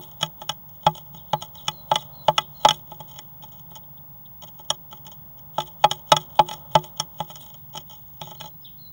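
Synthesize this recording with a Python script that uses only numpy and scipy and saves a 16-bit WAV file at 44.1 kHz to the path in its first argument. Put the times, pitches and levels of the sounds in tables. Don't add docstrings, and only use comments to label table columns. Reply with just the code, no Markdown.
import sys
import numpy as np
from scipy import signal
from scipy.fft import rfft, irfft, next_fast_len
from scipy.io import wavfile
from scipy.ndimage import uniform_filter1d, map_coordinates

SR = 44100
rng = np.random.default_rng(int(sys.argv[2]) if len(sys.argv) > 2 else 0)


def master(y):
    cut = np.clip(np.atleast_2d(y).T, -1, 1)
    pcm = np.round(cut * 32767)
    wavfile.write(sys.argv[1], SR, pcm.astype(np.int16))


N = 393372

# time of the knock in seconds, its strength in dB,
# hardness from 0 (padded) to 1 (claw tip), rustle strength in dB.
BODY_SHOVES = [(-.045, -9, .2, -60), (0.865, -8.5, 0.22, -50.5), (1.332, -15, .24, -53.5),
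               (1.914, -11.5, 0.17, -49.5), (2.282, -8, .12, -51), (2.649, -5, .27, -47),
               (5.581, -17, 0.1, -53), (5.84, -6, 0.23, -54), (6.118, -4, 0.47, -50.5),
               (6.391, -4.5, 0, -47.5), (6.752, -7, 0.28, -48), (7.202, -22, 0.26, -51.5)]
# start in seconds, strength in dB, hardness from 0 to 1.
TAPS = [(.214, -38, .9), (.228, -19, .72), (.416, -32.5, 0.38), (.493, -22.5, 0.8), (.691, -63, 1),
        (1.144, -46, 0.15), (1.419, -38.5, 0.3), (1.681, -20.5, .8), (1.956, -17.5, .65), (2.38, -15, 0.7),
        (2.686, -15, 0.8), (2.707, -18.5, .7), (2.917, -34, 0), (3.002, -35.5, 0), (3.188, -38, 0.9),
        (3.434, -41.5, .42), (3.715, -43.5, 0), (3.754, -45.5, .95), (4.432, -43, 0.3), (4.595, -44, 0.1),
        (4.702, -18.5, 0.88), (4.926, -37.5, .55), (5.066, -45.5, 0.94), (5.39, -59, .95),
        (5.603, -28.5, 0.7), (5.912, -21.5, .82), (6.165, -19.5, .8), (6.511, -29, 0.5),
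        (6.536, -39.5, 0.94), (6.998, -23, 0.96), (7.299, -39, 0.4), (7.356, -44, 1), (7.749, -35, 0),
        (7.774, -33.5, 0.85), (7.932, -58, .95), (8.214, -29, 0.52), (8.271, -39.5, 0), (8.314, -38.5, .35),
        (8.409, -36.5, 0.7), (8.44, -39, .4)]


def amp(db):
    return 10 ** (np.asarray(db) / 20)


def unit(x):
    return x / np.sqrt(np.mean(x ** 2) + 1e-20)


def clock():
    return np.arange(N) / SR


def wobble(rate):
    return map_coordinates(rng.standard_normal(int(N * rate / SR) + 4), [np.arange(N) * rate / SR])


def filtered(x, response):
    size = next_fast_len(len(x) + 8192)
    return irfft(rfft(x, size) * response(np.fft.rfftfreq(size, 1 / SR)), size)[:len(x)]


def coloured(x, points):
    point_hz, db = np.transpose(points)
    return unit(filtered(x, lambda hz: amp(np.interp(np.log(hz + 1), np.log(point_hz), db))))


def ringing(modes, t, scatter_db, detune):
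    hz, db, t60 = np.transpose(modes)
    size, pitch = rng.standard_normal((2, len(hz)))
    gain = (-1) ** np.arange(len(hz)) * amp(db + scatter_db * size)
    sines = np.sin(2 * np.pi * np.outer(hz * (1 + detune * pitch), t))
    return gain[:, None] * amp(-60 * t / t60[:, None]) * sines


def box_ring(scatter_db=2, thud_hz=1250, crack_db=-7, crack_t60=0.032):
    # pitch in Hz, level in dB, seconds to fade by 60 dB.
    board_tones = [(538.6, -15, 0.029), (609.4, -8.5, 0.05), (678.2, -12, 0.049), (853.2, 0, 0.066),
                   (992, -14.5, 0.057), (1126.5, -19.5, 0.061), (1192, -22.5, 0.079), (1296, -8, 0.04),
                   (1618, -23, 0.065), (1695, -18, 0.03), (1794, -15.5, 0.024), (2024, -16.5, 0.055),
                   (2360, -15.5, 0.03), (2523, -19.5, 0.057), (3024, -0.5, 0.03), (3245, -6.5, 0.038),
                   (3363, -3, 0.034), (3513, -4.5, 0.022), (3800, -11.5, .033), (4339, -17.5, .029),
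                   (5150, -20, 0.039), (5343, -8, 0.022), (5592, -5, 0.022), (6060, -10.5, 0.013),
                   (6657, -3, .018), (6960, -15, 0.031)]
    # frequency in Hz, level in dB.
    crack_colour = [(3000, -29.5), (5000, -0.5), (6800, 7.5), (7400, -11.5), (8800, 4), (10300, -2.5),
                    (12000, -6.5), (14000, -10), (17000, -23.5)]
    t = np.arange(SR // 10) / SR
    tones = ringing(board_tones, t, scatter_db, detune=0.0067)
    hz = np.transpose(board_tones)[0]
    thud = 1 / (1 + (hz / thud_hz) ** 6) @ tones
    band = np.digitize(hz, [1100, 4600])
    clack, edge = tones[band == 1].sum(0), tones[band == 2].sum(0)
    crack = coloured(rng.standard_normal(len(t)), crack_colour) * amp(-60 * t / crack_t60)
    edge = unit(edge) + amp(crack_db) * unit(crack)
    rise_s = np.array([[0.003], [0.0008], [0.00041]])
    parts = np.array([thud, clack, edge]) * (1 - np.exp(-t / rise_s))
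    return parts / np.sqrt(np.mean(parts[:, :SR // 100] ** 2, axis=1, keepdims=True))


def knocks(skid=0.6, skid_s=0.0029, thud_db=0.5, rock_db=-17, rock_growth=0.67, rock_rise_s=0.00045):
    # hardness from 0 to 1, then thud, clack and edge in dB.
    contacts = [(0, -2, -15.5, -38), (.35, -1, -9.5, -18.5), (.7, -6.5, 1, -10.5), (1, -6, -0.5, 2.5)]
    # pitch in Hz, level in dB, seconds to fade by 60 dB.
    rocking_tones = [(135, -7.5, 0.079), (154.8, 5, .16), (239, -10, 0.097), (360, -8, 0.25)]
    hardness_points, *shares = np.transpose(contacts)
    out, t = np.zeros(N), np.arange(SR // 4) / SR
    contact_t = t[:SR // 100]
    for start, db, hardness, *_ in BODY_SHOVES + TAPS:
        thud_level, clack_level, edge_level = [db + np.interp(hardness, hardness_points, share)
                                               for share in shares]
        force = rng.standard_normal(len(contact_t)) * np.exp(-contact_t / skid_s)
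        force *= skid / np.linalg.norm(force)
        force[0] += 1
        thud, *bright = box_ring()
        clack, edge = [unit(signal.fftconvolve(part, force)[:len(part)]) * part.std() for part in bright]
        add(out, start, amp(thud_level + thud_db) * thud + amp(clack_level) * clack
            + amp(edge_level) * edge)
        rocking = ringing(rocking_tones, t, scatter_db=2.5, detune=0.015).sum(0)
        rocking *= 1 - np.exp(-t / rock_rise_s)
        add(out, start, amp(rock_db + rock_growth * thud_level) * rocking)
    return out


def add(track, start, sound):
    first = round(start * SR)
    part, rest = track[max(0, first):], sound[max(0, -first):]
    part[:len(rest)] += rest[:len(part)]


def strokes(sweep_rise_share=0.14, slide_delay_s=0.091):
    # peak time and length in seconds, claws and feathers in dB.
    sweeps = [(.01, 0.23, -57, -59.5), (.985, .15, -60, -65), (1.556, 0.2, -53, -60.5),
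              (3.085, 0.13, -49.5, -58), (3.523, .15, -56, -67), (3.71, 0.027, -71, -64.5),
              (4.47, 0.054, -58, -61), (5.104, 0.081, -46.5, -68), (6.972, .08, -44, -71),
              (7.408, 0.12, -48.5, -49), (7.506, 0.23, -62, -63), (7.889, 0.4, -62.5, -64.5)]
    moves = [(peak, sweep_rise_share * length, (1 - sweep_rise_share) * length, claws, feathers)
             for peak, length, claws, feathers in sweeps]
    for time, _, _, db in BODY_SHOVES:
        moves.append((time, 0.065, 0.07, db - 1, db - 6))
        moves.append((time + slide_delay_s, 0.037, 0.07, db, db - 5))
    for time, strength, _ in TAPS:
        db = min(-48 + 0.043 * strength, strength - 9)
        moves.append((time, 0.03, 0.068, db, db - 13.5))
    return moves


def restless(effort, fidget_db=-21.5, swing_db=6, spread_s=0.5):
    nearby = np.sqrt(np.abs(uniform_filter1d(effort ** 2, int(spread_s * SR))))
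    return effort + nearby * amp(fidget_db + swing_db * wobble(25))


def shuffling(slips_per_s=300, spread_db=5.5, grip_db=3, feather_db=1, flutter_db=3):
    # frequency in Hz, level in dB.
    feather_colour = [(300, -27), (900, -1), (2400, -11.5), (3100, 8.5), (3600, 13), (4400, -10),
                      (6700, -6.5), (7700, -2), (9300, 3), (12000, -5), (15000, -18)]
    t, claws, feathers = clock(), np.zeros(N), np.zeros(N)
    for peak, rise, fall, claw_level, feather_level in strokes():
        start, end = peak - rise, peak + fall
        span = slice(max(0, int(start * SR)), int(end * SR))
        pressure = np.interp(t[span], [start, peak, end], [0, 1, 0]) ** 1.56
        claws[span] += amp(claw_level) * pressure
        feathers[span] += amp(feather_level) * pressure
    claws, feathers = restless(claws), restless(feathers)
    clicks = (rng.random(N) < slips_per_s / SR) * rng.choice([-1, 1], N)
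    slips = unit(clicks * amp(spread_db * np.minimum(rng.exponential(size=N), 4)))
    ring = box_ring(scatter_db=-6.5)
    ring /= np.linalg.norm(ring, axis=1, keepdims=True)
    wood = amp([1, 0.5, -3]) @ ring
    scratch = signal.fftconvolve(slips * claws * amp(grip_db * wobble(70)), wood)[:N]
    brush_level = feathers * amp(feather_db + flutter_db * wobble(220))
    return scratch + brush_level * coloured(rng.standard_normal(N), feather_colour)


def outdoors(rumble_db=-49.5, rumble_share=0.18, hollow_db=0.5, sway_db=0.3):
    # time in seconds, level in dB.
    loudness = [(0.0, -54), (0.57, -59.5), (1.12, -58.5), (2.16, -51.5), (2.36, -55.5), (4.25, -60.5),
                (5.29, -59), (6.58, -51), (7.7, -63), (8.92, -65)]
    # frequency in Hz, level in dB.
    rumble_colour = [(20, -13.5), (48, -9), (75, -4.5), (105, -8), (140, 4), (165, -3.5), (210, -11),
                     (300, -19), (450, -36), (1500, -60)]
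    # frequency in Hz, level in dB.
    hollow_colour = [(300, -30), (470, -18), (595, -3.5), (740, -13), (862, 2), (950, -8), (1120, -16),
                     (1290, -12.5), (1480, -26), (2000, -32.5), (2700, -45), (3350, -17), (3950, -35.5),
                     (5000, -49.5)]
    level = np.interp(clock(), *np.transpose(loudness))
    swell = rumble_share * (level - level.mean()) + sway_db * wobble(12)
    rumble = amp(rumble_db + swell) * coloured(rng.standard_normal(N), rumble_colour)
    return rumble + amp(level + hollow_db) * coloured(rng.standard_normal(N), hollow_colour)


def camera_noise(hiss_db=-74.5, buzz_db=-71, flicker_db=0.4, scans_per_s=50):
    # pitch in Hz, level in dB.
    electric_tones = [(50, -65), (300, -74), (400, -75), (15575, -74), (15625, -44)]
    # frequency in Hz, level in dB.
    hiss_colour = [(100, 2.5), (4000, -0.5), (10000, 0), (13000, -5), (15000, -11)]
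    t = clock()
    tones = sum(np.sqrt(2) * amp(db) * np.sin(2 * np.pi * hz * t) for hz, db in electric_tones)
    tones *= amp(flicker_db * wobble(280))
    ticks = np.diff(np.floor(t * scans_per_s), prepend=0)
    buzz = coloured(ticks, [(50, 0.5), (1700, -1), (3000, -16), (5000, -13.5),
                            (12000, -21.5), (15000, -26.5)])
    return tones + amp(buzz_db) * buzz + amp(hiss_db) * coloured(rng.standard_normal(N), hiss_colour)


def far_song(chip_rasp=0.05, slur_rasp=0.02, whistle_rasp=0.006, echo_db=-7, echo_t60=0.35):
    # time in seconds, level in dB.
    phrases = [(1.167, -58), (1.571, -52.5), (1.985, -51.5), (2.401, -52.5), (8.219, -55), (8.641, -50.5)]
    # seconds from the phrase's time, pitch in Hz, dB added to the phrase's level.
    slur = [(-.026, 5620, -38.5), (-.02, 5135, -11), (-.005, 5060, -14.5), (.02, 5000, -15),
            (.04, 4980, -44)]
    chip = [(0, 3920, -23.5), (.008, 3666, 9.5), (.022, 3485, 4), (.036, 3260, 2.5), (.055, 3200, -6.5),
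            (.07, 3123, -30.5)]
    whistle = [(.132, 5360, -23.5), (.139, 4280, -19), (.147, 4090, -6), (.17, 4230, 0), (.205, 4073, -5.5),
               (.235, 4030, -1), (.258, 4060, -18)]
    song, tremble = np.zeros(N), wobble(700)
    for syllable, rasp in ((slur, slur_rasp), (chip, chip_rasp), (whistle, whistle_rasp)):
        times, hz, db = np.transpose(syllable)
        t = np.arange(times[0], times[-1], 1 / SR)
        for start, level in phrases:
            jitter = tremble.take(((start + t) * SR).astype(int), mode="wrap")
            pitch = np.interp(t, times, hz) * (1 + rasp * jitter)
            volume = np.sqrt(2) * amp(level + np.interp(t, times, db))
            add(song, start + times[0], volume * np.sin(2 * np.pi * np.cumsum(pitch) / SR))
    t = np.arange(SR // 2) / SR
    tail = rng.standard_normal(len(t)) * amp(-60 * t / echo_t60)
    return song + amp(echo_db) * signal.fftconvolve(song, tail / np.linalg.norm(tail))[:N]


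def pips(length_s=0.034):
    # peak time in seconds, level in dB.
    peaks = [(3.84, -57.5), (3.98, -55.5), (4.262, -49)]
    # frequency in Hz, level in dB.
    pip_colour = [(2500, -40), (3150, 0.5), (3600, 1), (4400, -35)]
    t, half = clock(), length_s / 2
    swells = sum(amp(db) * np.interp(t, [peak - half, peak, peak + half], [0, 1, 0]) ** 2
                 for peak, db in peaks)
    return swells * coloured(rng.standard_normal(N), pip_colour)


def scene():
    return (knocks() + shuffling() + far_song() + outdoors() + pips())[None]


def record(dry, upper=0.66, lower=0.93, knee=5, low_hz=60, top_hz=17340):
    sound = dry[0]
    ceiling = np.where(sound > 0, upper, lower)
    squashed = sound / (1 + np.abs(sound / ceiling) ** knee) ** (1 / knee)
    thinned = signal.lfilter(*signal.butter(1, low_hz, "highpass", fs=SR), squashed)
    return filtered(thinned + camera_noise(), lambda hz: hz < top_hz)[None]


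dry = scene()
out = record(dry)
master(out)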